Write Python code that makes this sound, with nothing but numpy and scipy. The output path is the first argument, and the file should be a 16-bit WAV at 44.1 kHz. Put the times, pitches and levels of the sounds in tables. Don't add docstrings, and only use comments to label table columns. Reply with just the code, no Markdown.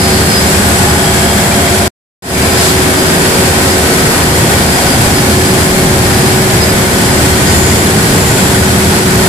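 import sys
import numpy as np
from scipy import signal
from scipy.fft import rfft, irfft, next_fast_len
from scipy.io import wavfile
from scipy.ndimage import uniform_filter1d

SR = 44100
rng = np.random.default_rng(int(sys.argv[2]) if len(sys.argv) > 2 else 0)


def transcribe(signal):
    frames = np.atleast_2d(signal).T
    limited = np.clip(frames, -1, 1)
    pcm = np.round(limited * 32767).astype(np.int16)
    wavfile.write(sys.argv[1], SR, pcm)


N = 409248
TIME = np.arange(N) / SR

CYCLE_HZ = 12.498
FIRINGS_PER_CYCLE, FAN_MULTIPLE, GEAR_MULTIPLE = 16, 30, 260
# [f/Hz, spectral level/dB]
KNOCK_SPECTRUM = [(20, -41), (45, -26.5), (65, -12.5), (90, -8.5), (130, -5), (190, 0.5), (300, -12),
                  (500, -14), (800, -12.5), (1150, -17), (1700, -13), (2800, -23.5), (5000, -28),
                  (12000, -28.5)]
ROOM_T60_S = 0.43
# [f/Hz, width/Hz, gain/dB]
CASING_MODES = [(1490, 51, 2.5), (1920, 120, 1), (2060, 100, -2.5), (2210, 210, 0.5), (3250, 260, 1.5),
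                (3920, 390, -1.3), (4260, 250, 1)]
# [t/s, length/s, f/Hz, level/dB]
THROBS = [(4.3, 0.39, 140, -19), (5.1, 0.52, 143, -21), (5.877, 0.19, 168, -13.5), (5.3, .6, 245, -21.5),
          (6.95, 0.36, 215, -17), (8.15, 0.29, 154, -19), (3.2, .7, 265, -22.5)]
THROB_T60_S, THROB_SCATTER_DB = .06, 7

# [multiple of the engine cycle, level beside the filters/dB, level by the fan end/dB]
CRANK_TONES = [(6, -30, -29), (8, -29, -30), (9, -35, -22), (11, -32, -24), (13, -31, -30), (14, -36, -30),
               (16, -29.5, -25.5), (18, -36, -26), (22, -30, -25.5), (27, -37, -33), (28, -36, -31),
               (30, -18, -17.5), (33, -29, -35), (37, -28, -31), (44, -33, -34), (55, -33, -34),
               (56, -39, -38), (63, -33, -34), (64, -38, -34), (74, -35, -37), (120, -37, -35),
               (136, -40, -45), (150, -39, -39)]
# [t/s, length/s, multiple of the engine cycle, gain at the centre/dB]
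STANDING_WAVES = [(.35, .9, 16, 7), (1.5, .6, 16, 8), (6.7, .35, 16, 7), (.8, 2, 30, -2.5),
                  (4.2, .1, 30, -3), (4.85, .5, 30, -10), (1.1, 1.2, 37, -7), (3.25, .4, 37, 5.5),
                  (3.9, .3, 37, 9), (6.7, .6, 37, 4), (.6, .5, 44, 3), (3.5, .55, 44, 8.5),
                  (5.7, .4, 44, 7.5), (7.3, .6, 44, -7), (0, .3, 55, 8), (.9, .4, 55, 11),
                  (1.6, .7, 55, 12), (5.6, .5, 55, 8.5), (.9, 1.6, 56, 8), (.9, 1.8, 63, 5),
                  (5, 1.8, 63, -8), (2.7, .6, 16, -5), (1.2, 1.3, 6, 5), (6.9, .8, 6, 6),
                  (4.9, .35, 74, 8.5), (8.5, .7, 14, 6)]
FAN_WAVER, ENGINE_WAVER = 0.074, 0.21
# [t/s, length/s, level/dB]
GEAR_SWELLS = [(1.08, .36, -31.5), (1.68, .2, -33.5)]

# [t/s, f/Hz]
BLADE_RATE = [(0, 4993), (1.5, 5000), (1.9, 4990), (2.5, 4940), (3.5, 4951), (6.2, 4949), (9.28, 4928)]
# [t/s, length/s, gain at the centre/dB]
WHISTLE_SWELLS = [(.37, .12, 9), (1.797, 0.33, -4), (2.622, 0.17, 5), (3.15, .17, 6), (5.05, .4, 2.5),
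                  (5.85, 0.16, -7), (6.65, 0.12, 9), (7.1, .3, -1), (8.05, .15, 1), (8.65, 0.36, -13)]
WHISTLE_DB = -32.5
WHISTLE_OPENING_DB, WHISTLE_SETTLE_S = 8.5, .35
WHISTLE_FADE_DB = 2.2

# [f/Hz, T60/s, level of a typical tap/dB, crank angle/cycles, t of passing/s, length of the pass/s]
RATTLING_PARTS = [(940, 0.076, -29, .3, 5, .5), (1497, 0.05, -20.5, .78, 8.3, 1.6),
                  (1044, 0.026, -27.5, 0.52, 7.4, 1.4), (1415, .035, -26.5, .28, .8, 1.3),
                  (1750, .04, -28, .54, .9, 1.3), (1886, 0.092, -25.5, .45, 4.5, .5),
                  (2110, 0.076, -25, 0.54, 7.1, 1.1), (2270, .045, -26, .1, 6.9, 0.65)]
RATTLE_SLACK, RATTLE_DETUNE = 0.0252, .018
RATTLE_PASS_DB = 10.5
TAP_ATTACK_S = 0.0021
RINGS_PER_S, RING_DB, RING_T60_S = 70, -25.5, .04
RING_LOW_HZ, RING_HIGH_HZ = 1153, 2470
# [t/s, f/Hz, level/dB]
CLINKS = [(1.515, 2370, -12), (1.672, 2020, -11), (7.675, 2070, -17), (7.720, 2080, -14),
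          (7.818, 1970, -15), (8.383, 1450, -16), (8.556, 1880, -13)]
CLINK_T60_S = .09

# [f/Hz, spectral level/dB]
RUSH_SPECTRUM = [(12, -20), (44, -9), (62, -4), (79, 7), (102, 0), (170, 0), (230, -5), (330, -7),
                 (500, -11), (800, -11), (1200, -15), (2100, -14), (3000, -21), (11000, -23),
                 (15000, -24.5)]
# [t/s, length/s, centre f/Hz, width/Hz, level/dB]
AIR_SWELLS = [(1.2, .5, 3260, 300, -31.5), (0.99, 1.3, 7850, 900, -28.5), (2.64, .14, 4000, 13600, -15),
              (2.4, .13, 2300, 900, -23), (7.62, .3, 6950, 894, -23.5), (8.3, 0.41, 7300, 700, -26.5),
              (.1, 0.46, 4400, 350, -28.5), (2.9, .8, 330, 120, -23)]

# [t/s, nearness to the fan end (0-1)]
PHONE_PLACE = [(0, .55), (1.5, 0.53), (2.9, 0.3), (3.7, 0.25), (4.4, 0.58), (5.9, 0.95), (9.28, 0.93)]
BAND_EDGES_HZ = [240, 600, 3000, 22050]
# [level beside the filters/dB, level by the fan end/dB]
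BAND_LEVELS = [(-16.5, -12.5), (-17.5, -17), (-13.5, -14.5), (-16, -16.5)]
PORT_GAP_M = 0.14
# [f/Hz, gain/dB]
LEFT_PORT = [(2500, -3.5), (3700, 0.5), (4400, 1.5), (6200, -1.5), (7800, 5.5), (9200, -2), (11000, -4.5),
             (12000, -3.5), (14000, -8), (15000, -11.5)]
# [f/Hz, gain/dB]
RIGHT_PORT = [(2500, -3.5), (3700, -1), (4400, -0.5), (6200, -3), (7800, -3.5), (9200, 1), (10700, 2.5),
              (12000, -1), (14000, -9), (15000, -7.5)]
# [t/s, gain (0-1)]
SILENCE_AND_RETURN = [(1.879, 1), (1.881, .05), (1.905, 0), (2.222, 0), (2.224, .08), (2.44, 1)]
TOP_HZ = 15250


def knock_train(crank, count=64, scatter_db=4.0):
    angle = (np.arange(count) + rng.random(count)) / count
    sign = rng.choice([-1, 1], count)
    strength = sign * undb(3.6 * rng.standard_normal(count))
    cycles = np.arange(int(crank[-1]) + 1)[:, None]
    at = np.interp(cycles + angle, crank, np.arange(N), right=0).ravel()
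    variation = undb(scatter_db * rng.standard_normal((len(cycles), count)))
    size = (strength * variation).ravel() * (at > 0)
    i, part = at.astype(int), at % 1
    early = np.bincount(i, size * (1 - part), N + 1)
    late = np.bincount(i + 1, size * part, N + 1)
    return (early + late)[:N]


def clatter(crank, count=22):
    t = TIME[:SR // 2]
    lead = int(round(SR * int(CYCLE_HZ / 2) / CYCLE_HZ))
    out = np.zeros((2, N))
    for k in range(count):
        knocks = knock_train(crank)
        running = np.r_[knocks[:lead], knocks]
        away = TIME / TIME[-1] * (count - 1) - k
        near = np.flatnonzero(abs(away) < 1)
        echoes = rng.standard_normal((2, len(t))) * decay(t, ROOM_T60_S)
        excitation = running[None, near[0]:near[-1] + lead + 1]
        heard = signal.fftconvolve(excitation, echoes, axes=1)
        out[:, near] += unit(heard[:, lead:lead + len(near)]) * np.cos(np.pi / 2 * away[near])
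    return unit(colour(diffuse(out), KNOCK_SPECTRUM))


def casing(x):
    def gain(hz):
        return undb(sum(db * np.exp(-2 * ((hz - centre) / width) ** 2) for centre, width, db in CASING_MODES))
    return filtered(x, gain)


def along_walk(x):
    out = 0
    for edge, (side_db, end_db) in zip(BAND_EDGES_HZ, BAND_LEVELS):
        band = filtered(x, lambda hz: 1 / (1 + (hz / edge) ** 8))
        x = x - band
        out = out + unit(band) * undb(by_place(side_db, end_db))
    return out


def throb(crank):
    at = np.flatnonzero(np.diff(np.floor(FIRINGS_PER_CYCLE * crank)))
    t = TIME[:SR // 4]
    out = 0
    for s, length, hz, db in THROBS:
        strength = undb(THROB_SCATTER_DB * np.minimum(rng.standard_normal(len(at)), 2))
        firings = np.bincount(at, strength - strength.mean(), N)
        mode = np.sin(2 * np.pi * hz * t) * decay(t, THROB_T60_S)
        boom = signal.fftconvolve(firings, mode)[:N]
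        out = out + unit(boom) * undb(db) * swell(s, length)
    return out


def drone(crank):
    out = 0
    for multiple, side_db, end_db in CRANK_TONES:
        waves_db = sum(db * swell(s, length) for s, length, which, db in STANDING_WAVES if which == multiple)
        waver = FAN_WAVER if multiple == FAN_MULTIPLE else ENGINE_WAVER
        waver = waver * undb(-np.clip(waves_db, -10, 0))
        out = out + undb(by_place(side_db, end_db) + waves_db) * tone(crank, multiple, waver)
    return out


def tone(crank, multiple, waver):
    phase = 2 * np.pi * (multiple * crank + rng.random()) + waver * walk(4)
    port_lag = np.array([[-1], [1]]) * min(multiple * CYCLE_HZ / 1600, .8)
    return np.sqrt(2) * (1 + waver * walk(4)) * np.sin(phase + port_lag)


def gears(crank, flicker=.7):
    level = sum(undb(db) * swell(s, length) for s, length, db in GEAR_SWELLS)
    phase = 2 * np.pi * GEAR_MULTIPLE * crank
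    ports = [unit((1 + flicker * walk(50)) * np.sin(phase + flicker * walk(40))) for _ in range(2)]
    return level * np.array(ports)


def turbo(wander_hz=4, octave_db=-6, flicker=1.1):
    hz, = curves(BLADE_RATE)
    phase = 2 * np.pi * np.cumsum(hz + wander_hz * walk(12)) / SR
    level_db = WHISTLE_DB + WHISTLE_OPENING_DB * np.exp(-TIME / WHISTLE_SETTLE_S)
    swells_db = sum(rise_db * swell(s, length) for s, length, rise_db in WHISTLE_SWELLS)
    swells = undb(swells_db + WHISTLE_FADE_DB * np.minimum(walk(9), 1))

    def partial(angle):
        direct = np.sin(angle) * (1 + flicker * walk(45))
        return unit(direct + flicker * walk(60) * np.cos(angle))

    ports = []
    for _ in range(2):
        fundamental = swells * partial(phase + walk(2))
        octave = undb(octave_db) * partial(2 * phase + walk(2.4))
        ports.append(fundamental + octave)
    return undb(level_db) * np.array(ports)


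def rattle(crank, spread_db=1.5):
    cycles = np.arange(int(crank[-1]) + 1)
    out = np.zeros((2, N))
    for hz, t60, db, angle, passed_s, pass_s in RATTLING_PARTS:
        heard_db = db + RATTLE_PASS_DB * swell(passed_s, pass_s)
        moments = cycles + angle + RATTLE_SLACK * rng.standard_normal(len(cycles))
        starts = np.interp(moments, crank, np.arange(N), left=0, right=0).astype(int)
        chances = rng.standard_normal((len(starts), 4))
        for start, (force, detune, *phases) in zip(starts, chances):
            if start:
                gain = undb(heard_db[start] + spread_db * min(force, 1))
                add(out, start, gain * tap(hz * (1 + RATTLE_DETUNE * detune), t60, np.array(phases)))
    return out


def short_rings(spread_db=6.0):
    out = np.zeros((2, N))
    count = int(RINGS_PER_S * N / SR)
    for (moment, note, *phases), force in zip(rng.random((count, 4)), rng.standard_normal(count)):
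        hz = RING_LOW_HZ * (RING_HIGH_HZ / RING_LOW_HZ) ** note
        gain = undb(RING_DB + spread_db * min(force, 1.5))
        add(out, int(moment * N), gain * tap(hz, RING_T60_S, np.array(phases) / 2))
    return out


def clinks():
    out = np.zeros((2, N))
    for (s, hz, db), phases in zip(CLINKS, rng.random((len(CLINKS), 2))):
        add(out, int(s * SR), undb(db) * tap(hz, CLINK_T60_S, phases / 4))
    return out


def tap(hz, t60, phases):
    t = TIME[:SR // 10]
    return np.sin(2 * np.pi * (hz * t + phases[:, None])) * decay(t, t60) * np.minimum(t / TAP_ATTACK_S, 1)


def rush(pulses, smoothing_s=0.0058, pulsing_db=.5, flutter_db=0.74):
    pulsing = signal.lfilter([1], [1, -np.exp(-1 / (smoothing_s * SR))], abs(pulses))
    swell_db = pulsing_db * unit(pulsing - pulsing.mean()) + flutter_db * walk(14)
    air = rng.standard_normal((2, N)) * undb(swell_db)
    return unit(colour(diffuse(air), RUSH_SPECTRUM))


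def air_swells():
    out = 0
    for s, length, centre_hz, width_hz, db in AIR_SWELLS:
        noise = rng.standard_normal((2, N))
        band = filtered(noise, lambda hz: 1 / (1 + (2 * (hz - centre_hz) / width_hz) ** 2))
        out = out + unit(band) * undb(db) * swell(s, length)
    return out


def diffuse(pair):
    def likeness(hz):
        return .985 * np.sinc(2 * hz * PORT_GAP_M / 343)
    mid, side = filtered(pair, lambda hz: np.sqrt(1 + np.array([likeness(hz), -likeness(hz)])))
    return np.array([mid + side, mid - side])


def by_place(side_db, end_db):
    fan_end, = curves(PHONE_PLACE)
    return side_db + (end_db - side_db) * fan_end


def swell(s, length):
    return np.exp(-2 * ((TIME - s) / length) ** 2)


def decay(t, t60):
    return np.exp(-np.log(1000) * t / t60)


def add(out, start, sound):
    out[:, start:start + sound.shape[1]] += sound[:, :N - start]


def undb(db):
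    return 10 ** (np.asarray(db) / 20)


def unit(x):
    return x / np.sqrt(np.mean(x ** 2))


def curves(rows):
    s, *columns = np.transpose(rows)
    return [np.interp(TIME, s, c) for c in columns]


def walk(rate):
    k = max(int(SR / rate), 1)
    steps = np.repeat(rng.standard_normal(N // k + 1), k)
    return unit(uniform_filter1d(steps, k)[:N])


def filtered(x, gain):
    size = next_fast_len(x.shape[-1], real=True)
    hz = np.maximum(np.arange(size // 2 + 1) * SR / size, 1)
    return irfft(rfft(x, size) * gain(hz), size)[..., :x.shape[-1]]


def colour(x, points):
    f, db = np.transpose(points)
    return filtered(x, lambda hz: undb(np.interp(np.log(hz), np.log(f), db)))


def scene(rush_db=4.0):
    crank = np.cumsum(CYCLE_HZ * (1 + .0003 * walk(3))) / SR
    air = rush(knock_train(crank))
    machine = clatter(crank) + undb(rush_db) * air
    tones = drone(crank) + gears(crank) + turbo()
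    metal = rattle(crank) + short_rings() + clinks()
    return along_walk(casing(machine)) + throb(crank) + tones + metal + air_swells()


def record(dry, drive_db=4.0, ceiling=0.93):
    ports = np.array([colour(dry[0], LEFT_PORT), colour(dry[1], RIGHT_PORT)]) * undb(drive_db)
    rounded = ports / (1 + (ports / ceiling) ** 4) ** (1 / 4)
    gain, = curves(SILENCE_AND_RETURN)
    low_pass = signal.ellip(10, .2, 70, TOP_HZ, fs=SR, output="sos")
    return signal.sosfilt(low_pass, rounded * gain)


dry = scene()
out = record(dry)
transcribe(out)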